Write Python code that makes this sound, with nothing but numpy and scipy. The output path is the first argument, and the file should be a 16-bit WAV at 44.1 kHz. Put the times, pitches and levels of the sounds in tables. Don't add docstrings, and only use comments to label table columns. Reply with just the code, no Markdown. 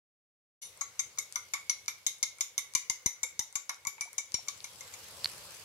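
import sys
import numpy as np
from scipy import signal
from scipy.io import wavfile
from scipy.ndimage import uniform_filter1d

SR = 44100
rng = np.random.default_rng(int(sys.argv[2]) if len(sys.argv) > 2 else 0)


def log_audio(samples):
    frames = np.atleast_2d(samples).T
    limited = np.clip(frames, -1, 1)
    pcm = np.round(limited * 32767).astype(np.int16)
    wavfile.write(sys.argv[1], SR, pcm)


def voltage_ratio(decibels):
    exponent = np.asarray(decibels, float) / 20
    return 10 ** exponent


N = 248724
LAG = 21

# mode_hz, level_db, t60_s
LOW_MODES = [(919, -1.5, 0.043), (1042, -2.5, 0.036), (1126, -3, 0.068), (1350, -6, 0.023),
             (1377, 3, 0.021)]
MIDDLE_MODES = [(2040, -11.5, 0.074), (2131, 1.5, 0.04), (2200, -1.5, 0.053), (2260, -7, 0.056),
                (2290, -4.5, 0.051)]
BRIGHT_MODES = [(5290, -5.5, 0.015), (5570, -9, 0.068), (5670, 8, 0.0085), (6018, 3, 0.026),
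                (6074, -1.5, 0.031), (6390, 5.5, 0.016), (6590, 2, 0.016), (6930, 4.5, 0.027),
                (7230, 5.5, 0.014), (8120, -15, 0.044)]


def evened(x):
    return x / np.sqrt(np.mean(x ** 2) + 1e-20)


def peaked(x):
    return x / np.max(abs(x))


def read(points, hz):
    f, value = np.transpose(points)
    return np.interp(np.log(hz + 1), np.log(f + 1), value)


def add(mix, s, sound):
    part = mix[:, round(s * SR):][:, :sound.shape[1]]
    part += sound[:, :part.shape[1]]


def ports(sound, pan_db):
    left, right = sound * voltage_ratio([[pan_db / 2], [-pan_db / 2]])
    return np.array([left, np.r_[np.zeros(LAG), right[:-LAG]]])


def kitchen(x):
    # band_hz, t60_s
    room_decay = [(300, 0.43), (1000, 0.26), (2500, 0.39), (6000, 0.26), (12000, 0.26)]
    taps = np.zeros((2, SR // 2))
    at = np.arange(200, SR // 2 - 20, 20)
    at = at + rng.integers(0, 20, (2, len(at)))
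    np.put_along_axis(taps, at, rng.choice([-1., 1.], at.shape), 1)
    hz, t, z = signal.stft(taps, SR, nperseg=256)
    decay = voltage_ratio(-60 * t / read(room_decay, hz)[:, None])
    tail = signal.istft(z * decay, SR, nperseg=256)[1]
    return signal.fftconvolve(x, tail / np.linalg.norm(tail[0]), axes=1)[:, :N]


def sauce():
    # time_s, level_db, close_share (0-1)
    simmer = [(.6, -59, 0.72), (1.4, -60.5, 0.94), (2.2, -63, 1), (3.0, -60, 0.4), (3.7, -64.5, 0.86),
              (4.2, -62, 0.8), (4.6, -56.5, 1), (5.0, -52.5, 1.2), (5.3, -50, 1.1), (5.64, -52.5, 1.2)]
    # band_hz, density_db (per Hz)
    far_colour = [(15, -60), (25, -30), (90, -7), (280, -10), (531, 5), (659, -14), (1130, 4.5), (1740, 1),
                  (2160, 13.5), (3250, -48), (6050, 10), (8360, -13), (11600, -13), (16000, -5)]
    close_colour = [(15, -54), (25, -43), (87, 1), (270, -16.5), (531, -3.5), (641, -9.5), (1040, -6.5),
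                    (1840, -10.5), (2160, -8), (4870, -7.5), (6560, -10), (7710, -11), (12500, -15.5),
                    (16000, -23)]
    # band_hz, likeness (-1 to 1)
    likeness = [(60, 0.93), (180, 0.87), (550, 0.83), (1650, 0.2), (4970, 0.012), (15000, 0.025)]
    # band_hz, left_right_db
    balance = [(60, -1.5), (180, 4), (550, -0.5), (1650, -1.5), (4970, 0.5), (15000, 4)]

    frames, hz = N // 256 + 5, np.fft.rfftfreq(1024, 1 / SR)
    t = np.arange(frames) * 256 / SR
    s, db, share = np.transpose(simmer)
    close = np.clip(np.interp(t, s, share), 0, 1)

    hiss = rng.standard_normal((2, N + 2048))
    sizes = voltage_ratio(5.5 * np.minimum(rng.exponential(1, hiss.shape), 5))
    sizes = sizes * (rng.random(hiss.shape) < 1500 / SR)
    burst = rng.standard_normal((2, 300)) * np.exp(-np.arange(300) / (0.003 * SR))
    impulses = sizes * rng.choice([-1., 1.], sizes.shape)
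    pops = evened(signal.oaconvolve(impulses, burst, "same", axes=1))

    z = signal.stft(hiss, nperseg=1024, noverlap=768)[2][:, :, :frames]
    z_pops = signal.stft(pops, nperseg=1024, noverlap=768)[2][:, :, :frames]
    z = z + .5 * np.outer(np.clip(hz / 4000, 0, 1.8), close ** 2) * z_pops
    same = np.clip(read(likeness, hz), -1, 1)[:, None]
    z = np.array([z[0], same * z[0] + np.sqrt(1 - same ** 2) * z[1]])

    patches = rng.standard_normal((frames, 513)).T
    patches = uniform_filter1d(patches, size=14, axis=0)
    patches = evened(uniform_filter1d(patches, size=10, axis=1))
    shapes = [voltage_ratio(read(c, hz)) for c in (far_colour, close_colour)]
    far, near = (c[:, None] / np.linalg.norm(c[5:]) for c in shapes)
    colour = np.sqrt((1 - close) * far ** 2 + close * near ** 2)
    colour = colour * voltage_ratio(1.72 * patches + np.interp(t, s, db))
    z = z * colour * voltage_ratio(np.outer([.5, -.5], read(balance, hz)))[:, :, None]
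    return voltage_ratio(27.5) * signal.istft(z, nperseg=1024, noverlap=768)[1][:, :N]


def click(db, hz, width_hz, size=1200):
    t = np.arange(size) / SR
    swell = (1 - np.exp(-t * hz / 0.99)) ** 2 * np.exp(-np.pi * width_hz * t)
    return voltage_ratio(db) * peaked(swell * np.sin(2 * np.pi * hz * t))


def spit(s, db, hz, low_db, high_db):
    burst = click(db, hz, 350) + click(db + low_db, 2160, 2000) + click(db + high_db, 10200, 2200)
    return s, burst * voltage_ratio([[-2.2], [2.2]])


def slop(s, db, hz, width_hz):
    return s, click(db, hz, width_hz, size=3000) * np.ones((2, 1))


def clatter(low_hz, high_hz, db, decay_s):
    t = np.arange(6000) / SR
    both, left, right, grain = rng.standard_normal((4, 6000))
    lumps = np.exp(.5 * evened(uniform_filter1d(grain, size=60)))
    decay = np.exp(-t / abs(decay_s)) + 0.15 * np.exp(-t / 0.013)
    shape = decay * lumps * (1 - np.exp(-t / 0.0001))
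    band = signal.butter(2, [low_hz, high_hz], "bandpass", fs=SR, output="sos")
    return voltage_ratio(db) * peaked(signal.sosfilt(band, np.array([both + left, both + right]) * shape))


def jolt(s, db):
    u = np.arange(2000) / SR
    push = -np.exp(-((u - .002) / 0.00077) ** 2)
    push += 0.25 * np.exp(-((u - .007) / 0.0025) ** 2)
    push -= 0.07 * np.exp(-((u - .015) / 0.00077) ** 2)
    return s, voltage_ratio(db + 10) * push * np.array([[1], [-.05]])


def thud(s, db):
    # low_edge_hz, high_edge_hz, level_db (re the jolt), decay_s
    hand_noise = (152, 750, -7, 0.003)
    return s, voltage_ratio(db) * clatter(*hand_noise)


def ring(modes, spread_db, favour_hz=0., reach_hz=198.0):
    # mode_hz, left_right_db
    mode_lean = [(900, -3), (2200, -7.5), (4000, -6.5), (6000, -1), (9000, 19), (13000, -4.5)]
    # mode_hz, phase_rad
    phase_lead = [(860, 1.7), (1210, 0.57), (1890, 4.06), (3620, 8.84), (5940, 18.5), (14000, 44.74)]
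    hz, db, t60 = np.transpose(modes)[:, :, None]
    t, luck = np.arange(6000) / SR, rng.standard_normal((len(modes), 8))
    db = db + spread_db * luck[:, :1] + 9.4 * np.exp(-((hz - favour_hz) / reach_hz) ** 2)
    hz = hz * (1 + 0.0088 * luck[:, 1:2])
    beat_hz = 55 + 25 * luck[:, 5:6]
    beat = 1 + 0.81 * np.sin(2 * np.pi * beat_hz * t + 3 * luck[:, 6:7])
    onset = 1 - np.exp(-t * hz / 2.2)
    size = voltage_ratio(db - 60 * t / t60) * beat * onset * np.sign(luck[:, 7:])
    lean_db = read(mode_lean, hz) / 2
    shift = 2 * np.pi * hz * LAG / SR - read(phase_lead, hz) + 0.62 * luck[:, 2:3]
    left = voltage_ratio(lean_db + 2.07 * luck[:, 3:4]) * np.sin(2 * np.pi * hz * t)
    right = voltage_ratio(-lean_db + 2.44 * luck[:, 4:5]) * np.sin(2 * np.pi * hz * t + shift)
    return np.array([(size * left).sum(0), (size * right).sum(0)])


def touch(s, db, hz, width_hz, ring_db):
    bright, middle, low = [peaked(ring(modes, 7.7)) for modes in (BRIGHT_MODES, MIDDLE_MODES, LOW_MODES)]
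    out = voltage_ratio(db + ring_db) * (bright * min(hz / 6000, 1) ** 3 + 1.5 * middle + 0.9 * low)
    out[:, :1200] += click(db, hz, width_hz)
    return s, ports(out, 6.5)


def contact_at(s):
    # time_s, chatter_ms, left_right_db, low_mode_hz, middle_mode_hz
    wander = [(.8, 12, 3.5, 1110, 2080), (1.36, 8.2, 4, 1046, 2146), (1.55, 10.4, 4, 1180, 2200),
              (2.4, 6.2, 3.5, 1186, 2200), (2.9, 7.3, 3.5, 960, 2164), (3.5, 6.4, 4, 960, 2120),
              (3.7, 4.5, 5, 1215, 2220), (4.0, 9.4, 6, 926, 2240), (4.9, 6.3, 3.5, 1130, 2380)]
    # time_s, upper_db, top_db (both re the blow)
    bite = [(.8, -20.5, -18), (1.2, -19.5, -13), (1.8, -12, -14.5), (2.55, -16.5, -9.5), (2.8, -18, -15),
            (3.1, -23, -13.5), (3.55, -14.5, -11), (3.9, -21.5, -11), (4.3, -15, -15.5),
            (4.9, -12.5, -11.5)]
    curves = [np.transpose(wander), np.transpose(bite)]
    return [np.interp(s, curve[0], column) for curve in curves for column in curve[1:]]


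def stroke(blow, contact):
    # mode_hz, level_db, t60_s
    upper_modes = [(2944, -9.5, 0.041), (3510, -7.5, 0.031), (3718, 7.5, 0.032), (3980, -7.5, 0.034),
                   (4413, 3.5, 0.011), (4720, -24, 0.0087)]
    top_modes = [(8500, -13, 0.01), (9273, 1.5, 0.034), (10010, -1.5, 0.057), (10490, 4, 0.036),
                 (11350, 4.5, 0.046), (11700, -4, 0.03), (12560, -8.5, 0.038), (12430, -4, 0.022),
                 (15200, -13, .012)]
    # low_edge_hz, high_edge_hz, level_db (re the ring), decay_s
    clatter_bands = [(4980, 6330, -5.5, 0.0031), (586, 2000, -6, 0.013), (1530, 3960, -16.5, 0.027),
                     (3000, 4650, -8.5, 0.02), (8100, 12800, 0.5, 0.0054)]
    s, db, low_db, middle_db, hz = blow
    chatter_ms, pan_db, low_hz, middle_hz, upper_db, top_db = contact
    t = np.arange(4000) / SR
    landing = np.exp(-t * 2000 / max(chatter_ms, .5)) + 0.011 * np.exp(-t / 0.0088)
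    tines = rng.standard_normal(4000) * (rng.random(4000) < .08) * landing
    tines[0] = 1.61
    first = tines * (np.exp(-t / 0.0033) + 0.13)
    groups = [ring(BRIGHT_MODES, 2.45, hz), ring(LOW_MODES, 2.2, low_hz, 70.0),
              ring(MIDDLE_MODES, 2.05, middle_hz, 62.0), ring(upper_modes, 2.5), ring(top_modes, 2.)]
    levels_db = (0, low_db + 9.5, middle_db + 9.5, upper_db + 5.0, top_db)
    drives = (tines, first, tines, tines, tines)
    out = np.zeros((2, 9999))
    for modes, band, rel_db, drive in zip(groups, clatter_bands, levels_db, drives):
        out += voltage_ratio(rel_db) * peaked(signal.fftconvolve(modes, drive[None], axes=1))
        out[:, :6000] += voltage_ratio(rel_db) * clatter(*band)
    return s, voltage_ratio(db) * ports(out, pan_db)


def scene():
    # start_s, blow_db, low_ring_db, middle_ring_db, brightest_hz
    early_stroke = (.617, -36, -38, -24, 6600)
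    # chatter_ms, left_right_db, low_mode_hz, middle_mode_hz, upper_db, top_db
    early_drag = (60.0, 1.5, 1134, 2200, -11, -2)
    # start_s, blow_db, low_ring_db, middle_ring_db, brightest_hz (rings re the blow)
    strokes = [(0.81, -21, -23.5, -22.5, 6490), (0.9927, -19, -31.5, -21.5, 6350),
               (1.1845, -19, -31, -21.5, 6100), (1.3573, -18, -21.5, -18.5, 5860),
               (1.5359, -19.5, -19.5, -13, 5810), (1.6957, -16, -32.5, -17, 5990),
               (1.8801, -21, -22, -17, 5720), (2.0651, -14.5, -42.5, -24, 6390),
               (2.228, -15, -34.5, -20, 5970), (2.4081, -16.5, -33, -19.5, 6300),
               (2.5787, -15.5, -32, -21, 5960), (2.7501, -12, -33.5, -22, 6110),
               (2.897, -14.5, -31.5, -23.5, 7200), (3.0601, -13.5, -33.5, -24, 6100),
               (3.2312, -17.5, -31.5, -20, 7200), (3.3925, -17.5, -27, -29, 6190),
               (3.5548, -19.5, -24.5, -19, 5630), (3.6935, -21.5, -14.5, -18, 5570),
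               (3.8693, -20, -27.5, -18, 7200), (4.009, -23, -26, -16, 5960),
               (4.1807, -19.5, -33, -22, 6230), (4.3414, -19, -35, -22, 5500),
               (4.4829, -21.5, -28.5, -20.5, 6670)]
    # start_s, blow_db, brightest_hz
    fading = [
        (4.642, -29, 6180),
        (4.8073, -33, 7200),
        (4.9376, -34.5, 7300),
    ]
    # low_ring_db, middle_ring_db
    fading_rings = (-25.5, -16.5)
    # start_s, level_db, centre_hz, width_hz, ring_db
    touches = [(0.7747, -37.5, 8700, 3000, -23), (1.1755, -35.5, 5850, 4000, -6.5),
               (1.3247, -24.5, 7300, 5030, -36), (1.861, -34.5, 5750, 5000, -32),
               (2.185, -39, 9100, 5000, -28), (2.3852, -33, 8040, 5000, -17),
               (2.7375, -27, 7150, 5000, -29), (3.527, -33.5, 8000, 3000, -24),
               (3.851, -26, 6840, 6040, -9.5), (3.9811, -43, 2200, 2000, 0.5),
               (4.1311, -28.5, 9200, 6100, -24), (4.1562, -66, 8000, 6000, -49),
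               (4.3203, -27, 6050, 4930, -29), (4.475, -46, 6940, 5000, -1), (4.6047, -32, 4300, 1980, -35)]
    # start_s, level_db
    jolts = [(2.065, -55), (2.579, -62), (2.75, -44), (2.898, -47), (3.059, -33.5), (3.231, -52),
             (3.392, -44.5), (3.554, -55), (3.87, -49.5), (4.18, -62), (4.342, -39.5)]
    # start_s, level_db, pitch_hz, width_hz
    slops = [
        (3.245, -53.5, 513, 36),
        (4.055, -54, 720, 49.6),
        (4.075, -50.5, 920, 53),
        (4.385, -52, 732, 60),
        (4.39, -51.5, 910, 65.8),
        (3.41, -43.5, 1995, 59.7),
        (3.745, -33, 6040, 1500),
    ]
    # start_s, level_db, pitch_hz, low_snap_db, high_snap_db
    spits = [
        (5.2448, -15.5, 4420, -13.5, -9.5),
        (5.2573, -17.5, 4330, -4, -31),
    ]

    hits, near, bumps = np.zeros((3, 2, N))
    add(hits, *stroke(early_stroke, early_drag))
    for blow in strokes + [(s, db, *fading_rings, hz) for s, db, hz in fading]:
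        add(hits, *stroke(blow, contact_at(blow[0])))
    for row in touches:
        add(hits, *touch(*row))
    for row in spits:
        add(near, *spit(*row))
    for row in slops:
        add(near, *slop(*row))
    for row in jolts:
        add(bumps, *jolt(*row))
        add(bumps, *thud(*row))
    no_bass = signal.butter(4, 750, "highpass", fs=SR, output="sos")
    hits = signal.sosfilt(no_bass, hits)
    room = voltage_ratio(-7.5) * kitchen(hits + voltage_ratio(-15) * near)
    return hits + near + room + bumps + sauce()


def low_pass(x):
    return signal.sosfilt(signal.butter(12, 16800, fs=SR, output="sos"), x)


def record(dry):
    # start_s, full_s
    fade_in = (.614, .628)
    start, full = fade_in
    fade = np.clip((np.arange(N) / SR - start) / (full - start), 0, 1)
    dry = signal.sosfilt(signal.butter(2, 60, "highpass", fs=SR, output="sos"), dry)
    band_limit = signal.firwin(511, 15800, window=("kaiser", 5), fs=SR)
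    limited = signal.oaconvolve(dry, band_limit[None], "same")
    return low_pass(limited * fade)


dry = scene()
out = record(dry)
log_audio(out)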